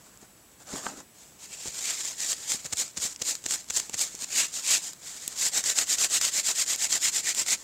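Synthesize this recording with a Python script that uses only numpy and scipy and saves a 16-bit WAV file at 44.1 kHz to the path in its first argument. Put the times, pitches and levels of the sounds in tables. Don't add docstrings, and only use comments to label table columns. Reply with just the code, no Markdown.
import sys
import numpy as np
from scipy import signal
from scipy.fft import rfft, irfft, next_fast_len
from scipy.io import wavfile
from scipy.ndimage import map_coordinates

SR = 44100
rng = np.random.default_rng(int(sys.argv[2]) if len(sys.argv) > 2 else 0)


def put_to_file(sound):
    columns = np.atleast_2d(sound).T
    safe = np.clip(columns, -1, 1)
    whole_steps = np.round(safe * 32767)
    wavfile.write(sys.argv[1], SR, whole_steps.astype(np.int16))


N = 336640
TIME = np.arange(N) / SR
PADDED = next_fast_len(N + SR // 2)
BIN_HZ = np.maximum(np.arange(PADDED // 2 + 1) * SR / PADDED, 1)

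# f/Hz, level/dB
SNAP_SPECTRUM = [(200, -17), (1500, -9.5), (3500, -7), (5800, 0.5), (7500, 7.5), (9500, -12), (13000, -16),
                 (15500, -30)]


def scrubbing(hollow_db=-6):
    # f/Hz, level/dB
    friction_spectrum = [(60, -32.5), (150, -22.5), (300, -19), (550, -18.5), (850, -15), (1300, -17),
                         (2000, -13.5), (2800, -11.5), (4000, -8), (5900, -5), (7350, 1.5), (10400, -19),
                         (14000, -20.5), (15800, -31)]
    # t/s, f/Hz
    grip_resonance = [(1.4, 2760), (1.9, 2250), (2.25, 1780), (2.6, 2280), (3.3, 2070), (4.0, 2200),
                      (4.4, 2760), (4.72, 2580), (5.15, 1890), (6.2, 1950), (7.5, 2090)]
    fibres = slips(per_s=18000, spread_db=2.2) + 0.25 * slips(per_s=700, spread_db=4.5)
    relief = from_db(1.1 * drift(106) + 1.17 * drift(20))
    friction = colour(rms_one(hand_reflections(fibres * relief)), friction_spectrum)
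    block_band, dull_band = below(1600), below(2920)
    hiss = filtered(friction, 1 - dull_band)
    rasp = filtered(friction, dull_band - block_band) * from_db(drift(31))
    hollow = moving_resonance(rasp, np.interp(TIME, *np.transpose(grip_resonance)), width_hz=500)
    rasp = 1.04 * rasp + from_db(hollow_db) * np.std(rasp) * hollow
    rub = filtered(friction, block_band) * from_db(1.25 * drift(25))
    gains = stroke_gains()
    return np.sum(gains * [hiss, rasp, rub], axis=0) / np.std(hiss) + crinkles(gains[0])


def stroke_gains(trim_db=(.2, .3, .2), contact_rasp_db=-1.1, shift_rasp_db=-5, shift_rub_db=16):
    # t/s, level/dB
    light_contact = [(1.12, -65), (1.19, -53), (1.36, -61), (1.5, -51), (1.64, -38.5), (1.72, -42),
                     (1.79, -35.5), (2.12, -36.5), (2.16, -46.5), (2.45, -39.5), (2.92, -56.5), (3.66, -54),
                     (4.1, -46.5), (4.8, -42.5), (4.99, -55.5), (5.07, -40), (5.33, -43), (7.63, -45)]
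    # start t/s, fastest t/s, end t/s, hiss level/dB
    block_shifts = [(-0.15, 0.056, 0.26, -59.5), (0.183, 0.227, 0.28, -55), (0.56, 0.632, 0.64, -51.5),
                    (0.625, 0.767, 0.83, -38.5), (0.753, 0.865, 0.993, -40.5), (0.944, 0.971, 1.063, -46)]
    contact_db = np.interp(TIME, *np.transpose(light_contact))
    power = from_db([contact_db, contact_db + contact_rasp_db, contact_db + rub_for(contact_db)]) ** 2
    shifts = [(*shift, shift_rasp_db, shift_rub_db) for shift in block_shifts]
    for strokes, swell in (shifts, 1), (single_strokes(), 1.02), (to_and_fro(), 0.74):
        for start, fastest, end, hiss_db, rasp_db, rub_db in strokes:
            during = np.flatnonzero((TIME > start) & (TIME < end))
            speed = hump(start, fastest, end)[during] ** swell
            firmest = min(fastest + 0.053 * (end - start), end)
            bite = hump(start, firmest, end)[during] ** swell
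            power[0, during] += (from_db(hiss_db) * speed ** 2) ** 2
            power[1, during] += (from_db(hiss_db + rasp_db) * bite ** 2.37) ** 2
            power[2, during] += (from_db(hiss_db + rub_db) * bite ** 1.95) ** 2
    return np.sqrt(power) * from_db(trim_db)[:, None]


def single_strokes(dab_from_s=2.733, dab_every_s=.2423, dab_count=6):
    # start t/s, fastest t/s, end t/s, hiss level/dB, rasp level/dB re hiss
    searching = [(1.37, 1.436, 1.49, -43.5, 0), (1.485, 1.536, 1.57, -44.5, 3),
                 (1.8, 1.903, 1.94, -30, 4.5), (2.15, 2.224, 2.28, -32, 1), (2.22, 2.311, 2.364, -27.5, -6),
                 (2.456, 2.514, 2.586, -26.5, -3.5), (4.17, 4.244, 4.25, -32.5, -4),
                 (4.27, 4.395, 4.492, -24, 4.5), (4.509, 4.565, 4.639, -32.5, -3),
                 (4.6, 4.735, 4.81, -21.5, 2.5), (4.797, 4.85, 4.95, -36.5, -6),
                 (5.335, 5.455, 5.518, -24, -2)]
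    # the same columns, with t/s counted from touching down
    swipe_and_lift = [(0.004, 0.074, 0.12, -27, -5), (0.07, 0.1, 0.21, -39.5, -3.5)]
    touches = dab_from_s + dab_every_s * np.arange(dab_count)
    dabs = [(s + start, s + fastest, s + end, hiss_db, rasp_db)
            for s in touches for start, fastest, end, hiss_db, rasp_db in swipe_and_lift]
    return [(*times, hiss_db, rasp_db, rub_for(hiss_db))
            for *times, hiss_db, rasp_db in list(searching) + dabs]


def to_and_fro(from_s=5.512, every_s=.114, count=18, lead_s=0.0049, lag_s=0.0026):
    # share of the stroke at top speed, added rasp level/dB, added rub level/dB
    push_and_pull = [(.55, 0.7, 1), (.68, 1.4, -1.2)]
    # t/s, hiss level/dB, rasp level/dB re hiss, rub level/dB re hiss
    effort = [(5.57, -25.5, -2.5, 1.5), (5.8, -23.5, 0.5, 1.5), (5.92, -26.5, -2.5, -1.5),
              (6.04, -22.5, -1, 0), (6.25, -23.5, 0, -1), (6.6, -24.5, -0.3, -1.5), (6.92, -26, .3, 0),
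              (7.08, -22.5, 2, -2.5), (7.18, -26.2, -3, -1), (7.3, -26, 3, 0), (7.4, -27.5, -0.5, 1.5),
              (7.53, -24, 2, 1)]
    s, *levels = np.transpose(effort)
    strokes = []
    for k in range(count):
        turn = from_s + k * every_s
        share, more_rasp_db, more_rub_db = push_and_pull[k % 2]
        fastest = turn + np.clip(share, .1, .85) * every_s
        start, end = turn - lead_s, turn + every_s + lag_s
        hiss_db, rasp_db, rub_db = (np.interp(fastest, s, level) for level in levels)
        strokes.append((start, fastest, end, hiss_db, rasp_db + more_rasp_db, rub_db + more_rub_db))
    return strokes


def rub_for(hiss_db, rub_db=-0.5, at_hiss_db=-27, slope=0.2623):
    return rub_db + slope * (at_hiss_db - hiss_db)


def hand_reflections(x, share=0.19, path_s=.0011, sway=0.2204, count=3):
    out = x
    for k in range(count):
        delay = path_s * (k + 1) / 2 * np.exp(sway * drift(6.3))
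        out = out + share * (-1) ** k * map_coordinates(x, [(TIME - delay) * SR], order=3)
    return out


def crinkles(hiss_gain, per_s=12, level_db=-46, ring_s=0.001, count=10, full_db=-28):
    flips = sum(ring(slips(per_s, spread_db=10.0), hz, ring_s) for hz in np.geomspace(1900, 8200, count))
    motion = np.tanh(hiss_gain / from_db(full_db))
    return from_db(level_db) * motion * rms_one(colour(flips, SNAP_SPECTRUM))


def snaps(decay_s=0.0013, crest_db=7.0):
    # t/s, level/dB, relative treble level/dB
    sharp_snaps = [(0.174, -35, 6), (2.204, -12.5, 4), (2.3186, -12.5, 5), (2.5191, -6, 0),
                   (2.8791, -21.5, -8), (3.0242, -17, 0), (3.161, -19, -15), (3.353, -16, 7),
                   (3.4402, -20, 5), (3.509, -8, 6), (3.896, -17, 3), (3.993, -12, 7), (4.151, -23, 14),
                   (4.222, -21, 13), (4.933, -22, 11), (5.278, -14, 23), (5.64, -9.5, 2),
                   (5.7871, -0.5, -14), (5.984, -10.5, -2), (6.045, -5, 4), (6.213, -5, 6),
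                   (6.6623, -15, 0), (6.76, -15, 10), (6.927, -5.5, 0), (7.0265, -21, 0), (7.244, -25, 17),
                   (7.348, -11.5, 5), (7.4633, -12, -2)]
    s, db, top_db = np.vstack([small_snaps(), sharp_snaps]).T
    onsets = np.minimum(np.round(s * SR).astype(int), N - 1)
    impulses = np.zeros((2, N))
    impulses[:, onsets] = from_db([db - crest_db, db - crest_db + top_db])
    envelopes = signal.lfilter([1], [1, -np.exp(-1 / (decay_s * SR))], impulses + 1e-18)
    low, top = envelopes * rng.standard_normal(N)
    return colour(filtered(low, below(8500)) + filtered(top, 1 - below(11300)), SNAP_SPECTRUM)


def small_snaps(level_db=-22, follows=0.92, at_hiss_db=-26, spread_db=3.5, within_s=.035):
    start, _, end, hiss_db, *_ = np.transpose(single_strokes() + to_and_fro())
    inset_s = within_s * rng.uniform(0.6, 1, (len(start), 2)) * [1, -1]
    s = np.ravel(np.transpose([start, end]) + inset_s)
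    size, wetness = rng.standard_normal((len(s), 2)).T
    db = level_db + follows * np.repeat(hiss_db - at_hiss_db, 2) + spread_db * size
    top_db = 3 + 6 * wetness
    return np.transpose([s, db, top_db])


def crunches(brush_db=-17, brush_s=0.041):
    # t/s, crunch level/dB, half duration/s, thud level/dB
    wad_crunches = [(1.677, -36, 0.022, -47), (2.657, -34.5, 0.018, -46), (2.731, -28, 0.011, -42),
                    (2.977, -32, 0.016, -45), (3.221, -24, 0.0073, -37.5), (3.462, -26, 0.0067, -40),
                    (3.704, -26, 0.0065, -49), (3.8, -24, 0.0053, -47), (3.943, -29, 0.015, -46),
                    (7.415, -33, 0.0063, -54)]
    # f/Hz, level/dB
    crunch_spectrum = [(150, -12.5), (600, -14.5), (1500, -9.5), (3000, -8.5), (5500, -3.5), (7300, 4),
                       (9000, -10.5), (11000, -19.5), (15500, -25)]
    thud_spectrum = [(30, -37), (70, 6), (140, 11), (300, 3.5), (500, 8.5), (1200, -10.5), (2500, -20)]
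    crush, push = np.zeros(N), np.zeros(N)
    for s, crunch_db, half_s, thud_db in wad_crunches:
        brush = from_db(brush_db) * hump(s - brush_s, s, s + brush_s) ** 2
        contact = hump(s - half_s, s, s + half_s) ** 2 + brush
        crush += from_db(crunch_db) * contact
        push += from_db(thud_db) * contact
    crunch = colour(crush * slips(per_s=5600, spread_db=4.5), crunch_spectrum)
    return crunch + colour(push * rng.standard_normal(N), thud_spectrum)


def knocks():
    # t/s, impulse level/dB, contact time/s
    strikes = [(0.228, -32.5, 0.0019), (0.7341, -13, 0.0039), (0.739, -21, 0.0028), (0.757, -33, 0.00053),
               (0.8664, -24, 0.00033), (1.657, -26.5, 0.0014), (1.679, -12, 0.0087), (2.545, -22, 0.0033),
               (3.05, -24, 0.003), (3.896, -30, 0.0014), (4.145, -30.5, 0.0017), (4.225, -28.5, 0.0032),
               (5.278, -28, 0.0026)]
    # f/Hz, level/dB, T60/s
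    block_modes = [(225, -5.5, 0.013), (417, -8, 0.023), (905, -4, 0.03), (1210, 7, 0.01),
                   (1535, -6.5, 0.037), (2910, -1, 0.0072), (4700, -16.5, .006)]
    force = np.zeros(N)
    for s, db, contact_s in strikes:
        push = hump(s, s + contact_s / 2, s + contact_s) ** 2
        force += from_db(db) * push / push.sum()
    return sum(from_db(db) * ring(force, hz, t60) for hz, db, t60 in block_modes)


def desk_drone():
    # t/s, level/dB
    drag = [(0.62, -83), (0.70, -69), (0.745, -40), (0.80, -60), (0.91, -46.5), (0.96, -52), (1.0, -49),
            (1.07, -87)]
    # f/Hz, level/dB, T60/s
    desk_modes = [(220, 0, 0.083), (274, -3, 0.062), (363, -9, 0.079)]
    judder = slips(per_s=820, spread_db=3.0)
    drone = sum(from_db(db) * ring(judder, hz, t60) for hz, db, t60 in desk_modes)
    return from_db(np.interp(TIME, *np.transpose(drag))) * rms_one(drone)


def room(x, t60=0.066, wet_db=-17):
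    tail = rng.standard_normal(N) * from_db(-60 * TIME / t60) * (TIME > .002)
    return x + from_db(wet_db) * filtered(x, rfft(tail / np.linalg.norm(tail), PADDED))


def background(noise_db=-57, whine_hz=7780, whine_db=-66, waver_hz=24):
    # f/Hz, level/dB
    noise_spectrum = [(15, -38), (30, -11), (50, -1.5), (85, -4.5), (160, 0), (270, -3.5), (480, -7),
                      (1200, -12), (2000, -13.5), (5000, -18), (7500, -16.5), (9500, -15), (15800, -18)]
    noise = from_db(noise_db) * colour(rng.standard_normal(N), noise_spectrum)
    phase = 2 * np.pi * np.cumsum(whine_hz + waver_hz * drift(34.3)) / SR
    return noise + from_db(whine_db) * np.sqrt(2) * np.sin(phase)


def slips(per_s, spread_db):
    at, clicks = np.flatnonzero(rng.random(N) < per_s / SR), np.zeros(N)
    size_draw, sign_draw = rng.random((N, 2))[at].T
    sizes = np.minimum(-np.log(1 - size_draw), 5)
    clicks[at] = from_db(spread_db * sizes) * np.sign(sign_draw - .5)
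    return rms_one(clicks)


def hump(start, top, end):
    arch, during = np.zeros(N), (TIME > start) & (TIME < end)
    arch[during] = np.abs(np.sin(np.pi * np.interp(TIME[during], [start, top, end], [0, .5, 1])))
    return arch


def drift(corner_hz, step=16):
    count = N // step + 2
    hz = np.arange(count // 2 + 1) * SR / (step * count)
    slow = irfft(rfft(rng.standard_normal(count)) / (1 + (hz / corner_hz) ** 2), count)
    return np.interp(np.arange(N) / step, np.arange(count), rms_one(slow))


def ring(x, hz, t60):
    radius, angle = from_db(-60 / (t60 * SR)), 2 * np.pi * hz / SR
    return signal.lfilter([.5, 0, -.5], [1, -2 * radius * np.cos(angle), radius * radius], x + 1e-18)


def moving_resonance(x, hz, width_hz):
    carrier = np.exp(2j * np.pi * np.cumsum(hz) / SR)
    radius = np.exp(-np.pi * width_hz / SR)
    return rms_one(np.real(signal.lfilter([1 - radius], [1, -radius], x / carrier) * carrier))


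def colour(x, spectrum):
    hz, db = np.transpose(spectrum)
    gain = rms_one(from_db(np.interp(np.log(BIN_HZ), np.log(hz), db)))
    cepstrum = irfft(np.log(gain), PADDED)
    cepstrum[1:PADDED // 2] *= 2
    cepstrum[PADDED // 2 + 1:] = 0
    return filtered(x, np.exp(rfft(cepstrum)))


def below(hz):
    return 1 / (1 + (BIN_HZ / hz) ** 6)


def filtered(x, response):
    return irfft(rfft(x, PADDED) * response, PADDED)[:N]


def from_db(db):
    return 10 ** (np.asarray(db) / 20)


def rms_one(x):
    return x / np.sqrt(np.mean(x ** 2) + 1e-20)


def scene():
    mono = room(scrubbing() + crunches() + snaps() + knocks() + desk_drone()) + background()
    return np.array([mono, mono])


def record(dry, cutoff_hz=15780):
    return signal.sosfilt(signal.ellip(12, .1, 80, cutoff_hz, fs=SR, output="sos"), dry)


dry = scene()
out = record(dry)
put_to_file(out)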